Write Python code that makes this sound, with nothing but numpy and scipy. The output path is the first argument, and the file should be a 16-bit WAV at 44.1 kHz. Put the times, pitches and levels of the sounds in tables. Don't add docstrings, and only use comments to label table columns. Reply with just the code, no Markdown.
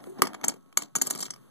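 import sys
import numpy as np
from scipy import signal
from scipy.fft import rfft, irfft, next_fast_len
from scipy.io import wavfile
from scipy.ndimage import map_coordinates

SR = 44100
rng = np.random.default_rng(int(sys.argv[2]) if len(sys.argv) > 2 else 0)


def unload_wav(signal):
    wavfile.write(
        sys.argv[1],
        SR,
        np.round(np.clip(np.atleast_2d(signal).T, -1, 1) * 32767).astype(np.int16),
    )


N = 66150


def amp(db):
    return 10 ** (np.asarray(db) / 20)


def unit(x):
    return x / np.sqrt(np.mean(x ** 2) + 1e-20)


def along(points, hz):
    point_hz, value = np.transpose(points)
    return np.interp(np.log(hz + 1), np.log(point_hz + 1), value)


def filtered(x, response):
    size = next_fast_len(x.shape[-1] + 4096)
    spectrum = rfft(x, size) * response(np.fft.rfftfreq(size, 1 / SR))
    return irfft(spectrum, size)[..., :x.shape[-1]]


def wobble(rate_hz, size=N):
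    knots = rng.standard_normal(int(size * 1000 / SR) + 4)
    return map_coordinates(knots, [np.arange(size) * min(rate_hz, 990) / SR])


def rush(tone, level, flutter_db, rate_hz):
    s, db = np.transpose(level)
    noise = unit(filtered(rng.standard_normal((2, N)), lambda hz: amp(along(tone, hz))))
    level_db = np.interp(np.arange(N) / SR, s, db) + flutter_db * wobble(rate_hz)
    return noise * amp(level_db)


def ringing(modes, t):
    vary_db, detune = 2, 0.01
    total = 0
    for hz, db, t60_s in modes:
        level_dev, pitch_dev = rng.standard_normal(2)
        decay = amp(db + vary_db * level_dev - 60 * t / t60_s)
        total = total + decay * np.sin(2 * np.pi * hz * (1 + detune * pitch_dev) * t)
    return total


def snap(tone, t):
    impulse = 1.0 * (np.arange(len(t)) == 32)
    return filtered(impulse, lambda hz: amp(along(tone, hz)))


# start in seconds, rattle length in ms, main ring pitch in Hz, ring t60 in ms,
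# then thud, knock, clack, ring and crack levels in dB, relative to one another.
CHIP_CONTACTS = [(0.004, 1.33, 7250, 36, -71, -61, -65, -85, -71),
                 (0.04, 1.3, 7300, 12, -50.5, -48.5, -92, -87, -79),
                 (0.069, 4.7, 7800, 12, -39.5, -58, -81, -80, -68),
                 (0.186, 3.7, 7600, 11, -52, -79, -58.5, -77, -71),
                 (0.193, 1.3, 7500, 31, -39, -50.5, -62, -68, -63),
                 (0.2196, 1.4, 7850, 12, -23.5, -14.5, -23, -22, -14.5),
                 (0.251, 6.9, 7600, 12, -46.5, -53, -42.5, -53, -47),
                 (0.27, 5.4, 7520, 12, -40, -38.5, -42, -45, -44),
                 (0.333, 1.1, 7500, 8.4, -50.5, -44.5, -59, -69, -57),
                 (0.343, 2.9, 7300, 12, -42, -42.5, -57.5, -62.5, -52),
                 (0.347, 2, 7020, 12, -48, -42, -54, -49.5, -60.5),
                 (0.412, 2.1, 6230, 10.8, -53.5, -49, -69, -56, -61),
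                 (0.435, 0.82, 7740, 7.8, -41.5, -44, -63, -50.5, -68.5),
                 (0.44, 1.66, 7610, 14, -44, -28.5, -45, -36, -36),
                 (0.443, 5.5, 7360, 4.6, -38, -34.5, -39, -29.5, -33),
                 (0.4815, 1.75, 7550, 15, -35, -46.5, -51, -18, -21.5),
                 (0.489, 9, 6830, 4.5, -42, -40.5, -40, -42.5, -41.5),
                 (0.519, 4, 7110, 12, -55.5, -56, -60.5, -64, -67.5),
                 (0.54, 3.3, 7190, 20, -48.5, -55.5, -69.5, -66.5, -59),
                 (0.56, 9, 7140, 12, -53, -68, -74.5, -86, -69),
                 (0.66, 2, 7130, 13, -58, -70.5, -82.5, -96, -84),
                 (0.726, 3.1, 7280, 12, -64.5, -57, -67.5, -75, -63.5),
                 (0.772, 1, 7210, 15, -41, -29, -47.5, -20.5, -22),
                 (0.7733, 0.81, 7190, 11, -48.5, -26.5, -32.5, -15.5, -25),
                 (0.821, 3.64, 7370, 12, -45.5, -45, -46, -37.5, -46.5),
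                 (0.9525, 4.8, 7170, 12, -41, -33.5, -46, -26.5, -31),
                 (0.96, 1.27, 6807, 22, -43, -43, -41, -20, -27),
                 (0.9619, 6.1, 7020, 8.5, -45, -43, -48.5, -34, -40),
                 (0.966, 3.9, 7400, 12, -44.5, -56.5, -48, -51, -36),
                 (0.984, 1.3, 7200, 12, -51, -49, -47, -63, -38.5),
                 (1.0139, 2.74, 6960, 28, -40.5, -36, -40, -21, -42),
                 (1.018, 2.95, 7470, 25, -40, -38.5, -34.5, -22.5, -23),
                 (1.05, 1.6, 7300, 11.3, -48, -60, -51, -61.5, -46),
                 (1.06, 5.9, 7790, 20, -56, -50, -44, -47.5, -42),
                 (1.069, 1.2, 7460, 6.8, -45, -52.5, -43.5, -28.5, -35),
                 (1.071, 3.4, 7100, 7.6, -45, -48, -40.5, -40, -32),
                 (1.1, 5.3, 7300, 12, -50, -50.5, -42.5, -43, -33),
                 (1.107, 1.65, 7410, 7.3, -45.5, -38, -60.5, -26.5, -24),
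                 (1.109, 2.5, 6830, 21, -45, -41, -44.5, -32.5, -35),
                 (1.126, 3.3, 6900, 12, -65, -60, -69, -51, -43),
                 (1.15, 2.45, 7500, 11, -41.5, -43.5, -46.5, -59, -37.5),
                 (1.157, 3.6, 7490, 12, -53.5, -47, -44, -50, -42),
                 (1.175, 1.96, 7280, 14, -53.5, -66.5, -49.5, -49, -43.5),
                 (1.186, 3.63, 7550, 12, -53.5, -60.5, -56, -41.5, -64),
                 (1.192, 4, 7540, 12, -48.5, -51.5, -50.5, -41.5, -46.5),
                 (1.204, 5.5, 7200, 12, -48, -59, -42.5, -37, -39),
                 (1.212, 2.9, 7360, 8, -65, -58, -49, -52, -38),
                 (1.225, 5, 7400, 12, -45, -51.5, -37, -32, -52),
                 (1.23, 4.4, 7400, 24, -59.5, -44.5, -44.5, -35.5, -39),
                 (1.243, 3, 7700, 12, -56.5, -59.5, -64, -50.5, -48),
                 (1.257, 1.8, 7570, 10, -53.5, -53, -43.5, -46, -60),
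                 (1.263, 3.6, 7180, 15, -58, -50.5, -50, -44.5, -65),
                 (1.282, 1.2, 7250, 12, -56, -50, -58, -72, -66),
                 (1.304, 6.1, 7750, 4, -55, -55, -40, -36, -68),
                 (1.336, 4.4, 7100, 11, -66, -54.5, -49, -65, -53.5),
                 (1.36, 2.9, 7500, 12, -79, -55.5, -60, -76, -62)]


def chips():
    out, t = np.zeros((2, N + SR)), np.arange(SR // 5) / SR
    contact_gain_db, knock_fade_s = 3, 0.006
    for start_s, ms, ring_hz, ring_t60_ms, thud_db, knock_db, clack_db, ring_db, crack_db in CHIP_CONTACTS:
        u = t[:1024]
        taps = rattle(u, ms / 1000)
        chip = chip_body(t, ring_hz, ring_t60_ms / 1000)
        stack = stack_body(t)
        patter = taps + settling(u)
        size = (ms + 2) * SR / 1000
        parts = [
            (thud_db, taps, counter_body(t), size + 300),
            (knock_db, taps * np.exp(-u / knock_fade_s), stack, size),
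            (clack_db, patter, clack(t), size),
            (ring_db, taps, chip, size),
            (crack_db, patter, crack(t), size)]
        start = round(start_s * SR)
        for db, drive, body, rms_size in parts:
            sound = signal.fftconvolve(drive, body[None], axes=1)[:, :len(t)]
            sound = sound * np.sqrt(rms_size) / np.linalg.norm(sound, axis=1, keepdims=True)
            out[:, start:start + len(t)] += amp(db + contact_gain_db) * sound
    return out[:, :N]


def rattle(u, length_s):
    rise_s, fade_s, spiky_db = 0.00013, 0.0016, 4
    shape = np.clip(u / rise_s, 0, 1) * np.exp(-np.clip(u - length_s, 0, 1) / fade_s)
    noise = rng.standard_normal((2, len(u)))
    spikes = amp(spiky_db * rng.standard_normal(len(u) // 8).repeat(8))
    return shape * noise * spikes


def settling(u):
    settle_db, settle_s = -6.5, 0.0032
    taper = amp(settle_db - 60 * (u / u[-1]) ** 4)
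    return taper * np.exp(-u / settle_s) * rng.standard_normal((2, len(u)))


# pitch in Hz, level in dB, t60 in seconds.
CHIP_MODES = [(4490, -28.5, 0.051), (6120, -23, 0.019), (6240, -12.5, 0.019), (10584, -28.5, 0.051),
              (11560, -26.5, 0.019), (11300, -34, .02)]


def chip_body(t, ring_hz, ring_t60_s):
    linger_db, linger_t60_s, waver_hz = -24, 0.044, 250
    ring = amp(-60 * t / ring_t60_s) * np.sin(2 * np.pi * ring_hz * t)
    for mode in [(ring_hz, linger_db, linger_t60_s)] + CHIP_MODES:
        ring = ring + ringing([mode], t) * wobble(waver_hz, size=len(t))
    return ring


# frequency in Hz, level in dB.
CRACK_TONE = [(3000, -51), (5500, -22.5), (7000, -1.5), (8500, 2.5), (10000, 1), (12000, -0.5), (13500, -2),
              (15000, 2.5)]


def crack(t):
    return snap(CRACK_TONE, t)


# frequency in Hz, level in dB.
CLACK_TONE = [(1500, -31), (2400, -31), (3200, 10.5), (3900, -10), (4600, 10), (5500, 17), (6500, -21.5),
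              (9000, -46.5)]


def clack(t):
    return snap(CLACK_TONE, t)


# pitch in Hz, level in dB before differentiation, t60 in seconds.
STACK_MODES = [(560, -3, 0.004), (750, 7, 0.0069), (925, 3.5, .012), (1203, 7.5, 0.014),
               (1550, -5.5, 0.0086), (1823, -5, .01), (2180, -4.5, 0.019), (3143, -20.5, 0.02)]


def stack_body(t):
    return np.gradient(ringing(STACK_MODES, t))


# pitch in Hz, level in dB, t60 in seconds.
COUNTER_MODES = [(178, -14.5, 0.18), (213, -1.5, 0.12), (267.5, 0.5, 0.13), (310, -3.5, 0.041),
                 (370, 5.5, 0.066), (417, 2, 0.053), (566.5, -31.5, .03)]


def counter_body(t):
    swell_s = 0.0007
    return ringing(COUNTER_MODES, t) * (1 - np.exp(-t / swell_s))


# time in seconds, level in dB before the chip modes.
SLIDE_LEVEL = [(0, -82), (.2, -76.5), (.24, -55), (.3, -102), (.4, -90.5), (.5, -53), (.58, -78.5),
               (.75, -87.5), (.77, -78), (.79, -50), (.845, -53.5), (.86, -62), (.94, -86.5), (.97, -52),
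               (1.05, -52), (1.12, -50.5), (1.2, -43), (1.28, -50.5), (1.295, -64), (1.38, -79),
               (1.5, -84.5)]
# frequency in Hz, level in dB.
SLIDE_COLOUR = [(1000, -19.5), (3000, -8), (4000, 1.5), (5500, -2.5), (7300, 1.5), (9000, -15),
                (11500, -19.5), (14000, -1)]


def sliding():
    rub_hz, width_hz, rub_t60_s, resonance_db = 7400, 220, 0.0089, 7.5
    modes = [(rub_hz, 1)]
    modes += [(hz, amp(db) * t60_s / rub_t60_s) for hz, db, t60_s in CHIP_MODES]

    def body(hz):
        damping = 1j * hz * width_hz
        resonances = sum(gain * damping / (mode_hz ** 2 - hz ** 2 + damping) for mode_hz, gain in modes)
        return 1 + amp(resonance_db) * resonances

    return filtered(rush(SLIDE_COLOUR, SLIDE_LEVEL, flutter_db=5, rate_hz=200), body)


# time in seconds, pitch in Hz, level in dB.
JUDDER_PATH = [(0.061, 294.7, -93.5), (0.075, 310, -40), (0.088, 366, -51), (0.101, 370, -34),
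               (.116, 399, -47.5), (0.125, 386, -37), (.14, 370, -51.5), (.16, 377, -45.5),
               (.18, 350, -84.5)]


def juddering():
    s, hz, db = np.transpose(JUDDER_PATH)
    t = np.arange(N) / SR
    phase = 2 * np.pi * np.cumsum(np.interp(t, s, hz)) / SR
    return amp(np.interp(t, s, db) + 0.6 * wobble(40)) * np.sin(phase)


# time in seconds, level in dB.
DRAG_LEVEL = [(0, -44.5), (.05, -51.5), (.1, -51.5), (.18, -50.5), (.2, -45), (.3, -49), (.4, -48),
              (.45, -42.5), (.53, -49), (.6, -67), (.765, -70.5), (.79, -43.5), (.86, -49), (.9, -71),
              (.945, -75), (.965, -40.5), (1.1, -48.5), (1.2, -51), (1.3, -59), (1.4, -78), (1.5, -66)]
# frequency in Hz, level in dB.
DRAG_COLOUR = [(60, -20), (150, -7), (300, 8.5), (420, -9), (700, -3.5), (1200, -13), (2000, -23.5),
               (5000, -36)]


def dragging():
    return rush(DRAG_COLOUR, DRAG_LEVEL, flutter_db=4, rate_hz=40)


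# time in seconds, level in dB.
BRUSH_LEVEL = [(0, -74), (.04, -60.5), (.1, -60.5), (.15, -74), (.2, -77.5), (.3, -91.5), (1.5, -97)]
# frequency in Hz, level in dB.
BRUSH_COLOUR = [(3000, -9.5), (5000, -9), (6800, 2), (8700, 5), (9800, -2.5), (11300, 2.5), (12500, -2.5),
                (14000, -3)]


def brushing():
    return rush(BRUSH_COLOUR, BRUSH_LEVEL, flutter_db=-2.1, rate_hz=90)


# frequency in Hz, t60 in seconds.
ECHO_T60 = [(200, 0.1), (1500, 0.2), (5000, 0.11), (12000, 0.1)]


def echo(x):
    level_db, delay_samples = -15.5, 150
    hz, t, z = signal.stft(rng.standard_normal((2, SR // 2)), SR, nperseg=256)
    decay = amp(-60 * t / along(ECHO_T60, hz)[:, None])
    tail = signal.istft(z * decay, SR, nperseg=256)[1]
    tail = tail / np.linalg.norm(tail[0])
    delayed = np.pad(x, ((0, 0), (delay_samples, 0)))
    return amp(level_db) * signal.fftconvolve(delayed, tail, axes=1)[:, :N]


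# pitch in Hz, level in dB.
HUM_TONES = [(1100, -75), (1300, -77.5)]


def hum():
    t = np.arange(N) / SR
    return sum(amp(db + 1.6 * wobble(4)) * np.sin(2 * np.pi * hz * t) for hz, db in HUM_TONES)


# frequency in Hz, level in dB.
ROOM_COLOUR = [(40, -13), (130, 15.5), (350, 5), (800, -11.5), (1200, -6), (2000, -17.5), (3000, -16),
               (5000, -23.5), (8000, -19.5), (14000, -19.5)]


def air():
    level_db = -57.5
    return rush(ROOM_COLOUR, [(0, level_db), (1.5, level_db)], flutter_db=3, rate_hz=3)


# frequency in Hz, likeness from 0 to 1.
PORT_LIKENESS = [(60, 0.9), (150, 0.38), (300, 1), (450, 0.89), (800, .85), (1200, 1), (1720, 0.9),
                 (2600, 1), (4000, 0.84), (5200, .97), (7800, .97), (9600, 0.27), (12000, .92)]
# frequency in Hz, right over left in dB.
PORT_BALANCE = [(40, 13), (150, -3.5), (400, -2.5), (1200, 1.5), (6000, -1.5), (13000, 1)]


def ports(a, b):
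    lag_s = 17.1 / 44100

    def alike(hz):
        return np.clip(along(PORT_LIKENESS, hz), 0, 1)

    def late(hz):
        return -amp(along(PORT_BALANCE, hz)) * np.exp(-2j * np.pi * hz * lag_s)

    shared = filtered(a, lambda hz: alike(hz) * late(hz))
    unshared = filtered(b, lambda hz: np.sqrt(1 - alike(hz) ** 2) * late(hz))
    return np.array([a, shared + unshared])


def scene():
    hits = chips()
    echoes = echo(hits)
    room = hum() + air()
    slides = sliding()
    hand = juddering() + dragging() + brushing()
    a, b = hits + echoes + room + slides + hand
    return ports(a, b)


def record(dry):
    bass_hz, clip_level, offset_db, lopsided = 121, 0.95, -62, 0.21
    edge_hz, edge_db_per_khz, top_hz = 13700, 55, 15057

    def bass_cut(hz):
        return (hz * hz / (hz * hz - bass_hz ** 2 - 1.3j * hz * bass_hz)) ** 2

    def treble_cut(hz):
        slope_db = -edge_db_per_khz * np.clip(hz - edge_hz, 0, None) / 1000
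        return amp(slope_db) * (hz < top_hz)

    x = filtered(dry, bass_cut)
    x = x / (1 + np.abs(x / clip_level) ** 6) ** (1 / 6)
    x = x + amp(offset_db) * np.array([[1], [-1]])
    x = x + lopsided * x ** 4
    return filtered(x, treble_cut)


dry = scene()
out = record(dry)
unload_wav(out)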